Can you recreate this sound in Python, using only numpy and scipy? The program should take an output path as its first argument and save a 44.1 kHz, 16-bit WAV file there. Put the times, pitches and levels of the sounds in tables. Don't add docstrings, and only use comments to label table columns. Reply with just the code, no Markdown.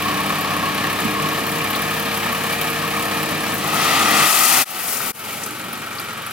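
import sys
import numpy as np
from scipy import signal
from scipy.fft import rfft, irfft
from scipy.io import wavfile
from scipy.ndimage import uniform_filter1d

SR = 44100
rng = np.random.default_rng(int(sys.argv[2]) if len(sys.argv) > 2 else 0)


def to_wav(sig):
    pcm = np.clip(np.atleast_2d(sig), -1, 1) * 32767
    pcm = np.round(pcm).astype(np.int16)
    wavfile.write(sys.argv[1], SR, pcm.T)


N = 278712
T = np.arange(N) / SR
PUMP_OFF_S = 4.27
PUMPING = T < PUMP_OFF_S

# (time [s], rumble [dB], clatter [dB], ringing [dB], exhaust [dB])
ENGINE_LEVELS = [(0, -30, -23, -1.5, 2), (1.1, -28, -23.5, 0, 0), (1.6, -29.5, -24.5, 0, -1.5),
                 (2.1, -31, -24, 0.5, -1), (2.8, -30.5, -24, 0, -0.5), (3.53, -29, -24, -1, -3),
                 (3.57, -31, -28.5, -1, -1.5), (4.24, -28, -37, 6.5, -1), (4.32, -36, -46, -3, -9),
                 (4.6, -33.5, -31, -4, -5), (4.8, -43, -31.5, -2, -12), (5.05, -36, -27, 0, -2),
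                 (5.3, -41, -29, -4.5, -5), (5.46, -35.5, -32, 0, -5), (5.8, -37.5, -32.5, 2, -3),
                 (6.3, -42, -32, 3.5, 0)]
# (time [s], level [dB], pitch [Hz], left minus right [dB], decay [ms])
THUDS = [(1.048, -10.5, 214, -9, 14), (5.106, -13, 330, -1, 4), (5.5, -34, 301, -1, 39)]
def truck(firings):
    rumble_db, clatter_db, ring_db, exhaust_db = curve(ENGINE_LEVELS)
    tones = exhaust(firings, exhaust_db) + pump(firings) + drone()
    knock = cylinder_knock(firings)
    body = rumble(knock, rumble_db) + clatter(knock, clatter_db, ring_db) + loose_panel(knock)
    body += bursts(THUDS, width_hz=230, rise_ms=2.7, ringing=0.67)
    body[0] += tones
    return stereo(body) + ticks(firings), knock


# (time [s], firings [per s])
FIRING_RATE = [(0, 33.1), (1.0, 33.1), (1.06, 33.4), (1.7, 34.03), (4.27, 34.08)]
def count_firings():
    idle_hz = 22.415
    first_s, idle_first_s = 0.0212, 5.7278
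    count = np.cumsum(curve(FIRING_RATE)[0]) / SR
    working = count - count[int(first_s * SR)] + 6
    idling = idle_hz * (T - idle_first_s) + 240
    return np.where(PUMPING, working, idling) + 0.018 * wander(5)


CYLINDER_DB = [-0.21, -1.5, 0.58, 0.65, 0.6, 0.28]
def cylinder_knock(firings):
    strength = undb(np.resize(CYLINDER_DB, N // 500) + 2.03 * rng.standard_normal(N // 500))
    return 1.17 + strength[firings.astype(int)] * np.exp(-(firings % 1) / 0.74)


# (frequency [Hz], relative level [dB])
CLATTER_COLOUR = [(250, -24), (400, -15.5), (600, -7.5), (850, -6), (1000, -8.5), (1500, -14.5),
                  (2100, -11.5), (2900, -10), (3500, -15), (4300, -15.5), (5200, -20), (9000, -34)]
IDLE_CLATTER_COLOUR = [(250, -25), (400, -8), (600, -10), (850, -5.5), (1050, -12), (1600, -19.5),
                       (2100, -9), (2900, -11), (3500, -16), (4300, -16.5), (5200, -20.5), (9000, -35)]
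# (pitch [Hz], width [Hz], level pumping [dB], level idling [dB])
BLOCK_NOTES = [(737, 24, -15.5, -20), (1140, 64, -33, -10), (1242, 72, -6.5, -12), (1317, 103, -14, -3.5),
               (1510, 70, -22.5, -9), (1643, 40, -11.5, -14.5), (1770, 54, -8.5, -18), (1883, 45, -13, -11),
               (2363, 180, -6.5, -8), (3050, 450, -15, -11), (3740, 410, -15.5, -14)]
def clatter(knock, level_db, ring_db):
    hits = grit(spread_db=1.8, share=0.099) * knock
    metal = np.where(PUMPING, colour(hits, CLATTER_COLOUR), colour(hits, IDLE_CLATTER_COLOUR))
    for hz, width, pumping_db, idle_db in BLOCK_NOTES:
        note_db = np.where(PUMPING, pumping_db, idle_db) + ring_db
        metal += ring(noise() * knock, hz, width) * undb(note_db + 0.58 * wander(11))
    return thin_steel(metal, decay_s=0.026) * undb(level_db)


# (frequency [Hz], relative level [dB])
RUMBLE_COLOUR = [(15, -60), (30, -35), (60, -21), (100, -13), (150, 0), (200, -2.5), (250, -0.5),
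                 (480, -9.5), (700, -10.5), (1000, -41)]
IDLE_RUMBLE_COLOUR = [(15, -62), (30, -40), (60, -24), (110, -9), (150, -2), (250, -1), (480, -8.5),
                      (700, -12.5), (1000, -42)]
def rumble(knock, level_db):
    gas = noise() * (3.1 + knock)
    low = np.where(PUMPING, colour(gas, RUMBLE_COLOUR), colour(gas, IDLE_RUMBLE_COLOUR))
    return low * undb(level_db - 2.5 + 0.3 * wander(10))


# (multiple of the firing rate, level pumping [dB], level idling [dB])
EXHAUST_TONES = [(2, -50.5, -76), (3, -42.5, -66), (4, -75, -54.5), (5, -72, -48.5), (6, -37, -55),
                 (7, -47, -62), (8, -56, -54), (9, -68, -54), (10, -65, -46.5), (12, -85, -60),
                 (15, -79, -52)]
def exhaust(firings, swell_db):
    return sum(tone(k * firings, np.where(PUMPING, pumping_db, idle_db) + swell_db, waver_db=1.4)
               for k, pumping_db, idle_db in EXHAUST_TONES)


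# (multiple of the piston rate, relative level [dB])
PUMP_TONES = [(1, -11), (2, 0.5), (3, 0.5)]
# (time [s], level [dB], extra for the second tone [dB])
PUMP_LEVEL = [(0, -41, 4.5), (.98, -42, 6), (1.07, -35, 2.5), (1.7, -36, -2.5), (2.2, -37, -11),
              (2.8, -37, -0.5), (3.7, -39.5, 1), (4.18, -35, 1), (4.26, -43.5, 9)]
def pump(firings):
    strokes = 4.517 * firings
    level_db, second_db = curve(PUMP_LEVEL)
    return PUMPING * sum(tone(k * strokes, level_db + db + (k == 2) * second_db, waver_db=1.1)
                         for k, db in PUMP_TONES)


def drone():
    return tone(156.1 * T, np.where(PUMPING, -40.5, -58), waver_db=0.53)


# (pitch [Hz], width [Hz], relative level [dB])
PANEL_NOTES = [(1071, 55, -6), (1113, 47, 1)]
# (time [s], level [dB])
PANEL_LEVEL = [(0.0, -31), (0.04, -34), (0.07, -27), (0.12, -37), (0.3, -30), (1.15, -35), (1.19, -26.5),
               (1.32, -35), (2.03, -35), (2.1, -41), (2.3, -30), (2.4, -35.5), (2.82, -41), (2.84, -24),
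               (2.87, -35.5), (3.6, -39)]
def loose_panel(knock):
    ringing = sum(ring(noise() * knock, hz, width) * undb(db) for hz, width, db in PANEL_NOTES)
    return PUMPING * ringing * undb(curve(PANEL_LEVEL)[0] + 2 * wander(10))


TICK_DB = [-14, -20.5, -32, -23, -22.5, -21.5]
def ticks(firings):
    count = firings.astype(int)
    starts = np.flatnonzero(np.diff(count) == 1)
    db = np.array(TICK_DB)[count[starts + 1] % 6] + np.where(PUMPING[starts], 0, -1.5)
    pan_db, decay_ms = -0.5, 4.5
    rows = [(s, rng.normal(level, 1), rng.normal(12350, 700), pan_db, decay_ms)
            for s, level in zip(starts / SR, db)]
    return bursts(rows, width_hz=5000, rise_ms=2.2)


# (time [s], level [dB], deep roar compared with the drumming [dB])
POUR_LEVELS = [(3.53, -38, -3), (3.6, -28, -7), (3.72, -22.5, -6.5), (3.89, -17.5, -8), (4.05, -17.5, -7.5),
               (4.25, -15.5, -8.5), (4.29, -18, -9.5), (4.6, -19, -9), (4.75, -31.5, -7.5), (5.1, -40, -9),
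               (5.15, -52, -7)]
# (frequency [Hz], relative level [dB])
DRUM_COLOUR = [(500, -37), (900, -11), (1550, -12.5), (2200, -12.5), (3500, -8.5), (5000, -13),
               (8000, -20.5)]
ROAR_COLOUR = [(100, -32), (250, -1.5), (500, -6.5), (760, 6.5), (950, 0), (1500, -27.5)]
# (pitch [Hz], width [Hz], relative level [dB])
BED_NOTES = [(1190, 65, -13), (1251, 140, -3), (1937, 200, -5), (2560, 300, -5), (3170, 96, -15.5)]
def pouring_load():
    flow_db, roar_db = curve(POUR_LEVELS)
    drumming = colour(grit(spread_db=3.3, share=0.067) * undb(wander(25)), DRUM_COLOUR)
    drumming += sum(ring(noise(), hz, width) * undb(db + 0.47 * wander(11))
                    for hz, width, db in BED_NOTES)
    roar = colour(noise(), ROAR_COLOUR) * undb(roar_db + 0.61 * wander(12))
    load = thin_steel(drumming, decay_s=0.011) + roar
    return stereo(load * undb(flow_db)) * lean_left(1.6)


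# (time [s], level [dB], left minus right [dB], finest dust [dB])
TRICKLE_LEVELS = [(0, -36, -3, 2), (.6, -38, -.5, 1), (1.4, -37, -.5, 2), (2.4, -35.5, 1.5, 1.5),
                  (3.34, -36, 1, 0.5), (3.7, -34, 4.5, -1), (3.88, -31, 8.5, -6), (4.05, -26, 6, -11),
                  (4.28, -23, 6.5, -2), (4.46, -20, 6.5, -2.5), (4.62, -21.5, 6.5, -1.5), (4.75, -34, 5, 3),
                  (4.94, -30, 3.5, 2), (5.1, -31, 5.5, 3.5), (5.3, -38, 0, 2.5), (5.45, -35, 2, -3),
                  (5.65, -40.5, 1.5, -1), (6.3, -40.5, -1.5, -3)]
# (frequency [Hz], relative level [dB])
GRIT_COLOUR = [(3000, -27), (4500, -5), (6000, -4.5), (8000, -3), (10000, -2), (12000, -3.5), (14000, -20)]
DUST_COLOUR = [(7000, -27), (10000, -4.5), (12000, -0.5), (14000, 1), (15500, -2), (17000, -7.5)]
def trickle(knock):
    level_db, pan_db, dust_db = curve(TRICKLE_LEVELS)
    shake = (0.27 + knock) * undb(1.4 * wander(15))
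    hiss = colour(grit(spread_db=2.5, share=0.049) * shake, GRIT_COLOUR)
    dust = colour(grit(spread_db=2.5, share=0.033) * shake, DUST_COLOUR)
    hiss += dust * undb(dust_db - 1.5) * lean_left(4.5)
    rows = [(when * T[-1], -3 + 13 * force ** 3, 5000 + 9000 * pitch, 0, 5.5 + 6.6 * length)
            for when, force, pitch, length in rng.random((500, 4))]
    patter = bursts(rows, width_hz=5000, rise_ms=0.85)
    return stereo(hiss + patter) * undb(level_db) * lean_left(pan_db)


# (time [s], level [dB], pitch [Hz], left minus right [dB])
SHARP_CLICKS = [(0.2603, -20, 12000, 6), (0.4085, -16, 13100, 4.5), (0.8983, -25, 12600, 2.5),
                (1.0015, -15, 10800, 3), (1.042, -20, 9420, 3), (1.221, -16.5, 9860, 0),
                (1.3289, -19, 13300, 2), (1.489, -17, 14900, 6), (1.5162, -19.5, 10700, 8),
                (1.705, -14, 13600, 6), (1.7549, -18, 12900, 6.5), (1.8157, -19, 13500, 4.5),
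                (1.9445, -18, 14100, 4), (2.3246, -16, 13200, -1), (2.612, -12.5, 12400, 7),
                (3.0228, -22, 8750, -3), (3.3067, -19, 11800, 7), (3.5396, -12, 14300, 7.5),
                (3.674, -15, 12100, 5), (3.742, -15, 12000, 13), (3.8429, -15, 9000, 6.5),
                (4.7055, -16, 12800, 12), (4.9696, -13, 9060, 10), (5.434, -14, 8270, 6.5)]
# (time [s], level [dB], pitch [Hz], left minus right [dB], decay [ms])
STONE_KNOCKS = [(1.605, -15, 2370, 1.5, 7), (1.66, -22, 2320, -3, 8.4), (1.748, -17, 3830, 5, 5.9),
                (2.613, -20, 3170, 4, 7.7), (4.58, -15, 1180, 1, 7), (5.004, -17, 1306, 8, 5.5),
                (5.982, -30.5, 4600, 14, 13)]
def clicks_and_knocks():
    click_ms = 5.7
    clicks = bursts([(*row, click_ms) for row in SHARP_CLICKS], width_hz=7000, rise_ms=1.3)
    return clicks + bursts(STONE_KNOCKS, width_hz=1600, rise_ms=1, ringing=0.56)


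def bursts(rows, width_hz, rise_ms, ringing=0):
    s, db, hz, pan_db, decay_ms = np.transpose(rows)[:, :, None]
    t = np.arange(3000) / SR
    span = int(SR / width_hz)
    texture = ringing + smooth(rng.standard_normal((len(s), 2, len(t))), span) * np.sqrt(span)
    rise = 1 - np.exp(-1000 * t / rise_ms)
    decay = np.exp(-1000 * t / decay_ms)
    ping = undb(db) * np.cos(2 * np.pi * hz * t) * rise * decay
    out = np.zeros((2, N + len(t)))
    samples = (s * SR).astype(int) + np.arange(len(t))
    for side, sign in enumerate((1, -1)):
        np.add.at(out[side], samples, texture[:, side] * ping * undb(sign * pan_db / 2))
    return out[:, :N]


def ring(x, hz, width_hz):
    b, a = signal.iirpeak(hz, hz / width_hz / 1.7, SR)
    return unit(signal.lfilter(b, a, signal.lfilter(b, a, x)))


def thin_steel(x, decay_s):
    t = np.arange(4000) / SR
    tail = rng.standard_normal(len(t)) * np.exp(-t / decay_s)
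    return unit(x + 0.18 * unit(signal.fftconvolve(x, tail[None])[:, :N]))


def tone(cycles, db, waver_db):
    return np.sqrt(2) * undb(db + waver_db * wander(5.4)) * np.sin(2 * np.pi * (cycles + rng.random()))


def noise():
    return rng.standard_normal((2, N))


def grit(spread_db, share):
    hiss = noise()
    is_hit = rng.random((2, N)) < share
    hardness = np.minimum(rng.exponential(1, (2, N)), 3.5)
    return hiss * undb(spread_db * is_hit * hardness)


def colour(x, points):
    cepstrum = irfft(np.log(undb(over_hz(points, np.arange(2049) * SR / 4096))))
    cepstrum[1:2048] *= 2
    cepstrum[2049:] = 0
    response = irfft(np.exp(rfft(cepstrum)))
    return unit(signal.fftconvolve(x, response[None])[:, :N])


def wander(rate):
    span = int(SR / rate)
    steps = np.repeat(rng.standard_normal(N // span + 1), span)
    return 0.95 * smooth(steps, span)[:N]


def smooth(x, span):
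    return uniform_filter1d(uniform_filter1d(x, span), span)


def curve(table):
    times, *columns = np.transpose(table)
    return [np.interp(T, times, column) for column in columns]


def over_hz(points, hz):
    frequencies, values = np.transpose(points)
    return np.interp(np.log(hz + 1), np.log(frequencies + 1), values)


def undb(db):
    return 10 ** (np.asarray(db) / 20)


def unit(x):
    return x / np.sqrt(np.mean(x ** 2))


def lean_left(db):
    return undb(db * np.array([[0.5], [-0.5]]))


# (frequency [Hz], phase lead [radians])
LEFT_LEAD = [(30, 1.5), (150, -0.33), (300, -0.58), (600, -1), (2000, -0.86), (3200, -0.56), (5300, -1.1),
             (10500, -1.64), (15500, -1.9)]
# (frequency [Hz], likeness [0-1])
LIKENESS = [(30, 0.96), (200, 0.94), (1500, 0.94), (3000, 0.75), (5000, 0.35), (8000, 0.35), (15000, 0.4)]
# (frequency [Hz], left minus right [dB])
BALANCE = [(60, -1), (300, 0.2), (700, 0.5), (1300, 2.5), (2400, -0.6), (4400, 3), (8000, 2), (15000, 1)]
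def stereo(pair):
    hz = np.arange(N // 2 + 1) * SR / N
    first, second = rfft(pair)
    alike = over_hz(LIKENESS, hz)
    blend = alike * first + np.sqrt(1 - alike ** 2) * second
    tilt = undb(over_hz(BALANCE, hz) / 2) * np.exp(0.5j * over_hz(LEFT_LEAD, hz))
    return irfft([first * tilt, blend / tilt], N)


def scene():
    engine, knock = truck(count_firings())
    return engine + pouring_load() + trickle(knock) + clicks_and_knocks()


# (quietest moment [s], fade-out [s], fade-in [s])
DIPS = [(4.648, 0.029, 0.13), (5.123, 0.021, 0.15)]
def record(dry):
    gain = 1
    for s, out_s, in_s in DIPS:
        ramp = np.where(T < s, (s - T) / out_s, (T - s) / in_s)
        gain = gain * np.clip(ramp + 0.0068, 0, 1)
    rounded = np.tanh(0.84 * gain * dry) / 0.76
    treble_cut = signal.ellip(10, 0.2, 70, 15780, fs=SR, output="sos")
    return signal.sosfilt(treble_cut, rounded)


dry = scene()
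out = record(dry)
to_wav(out)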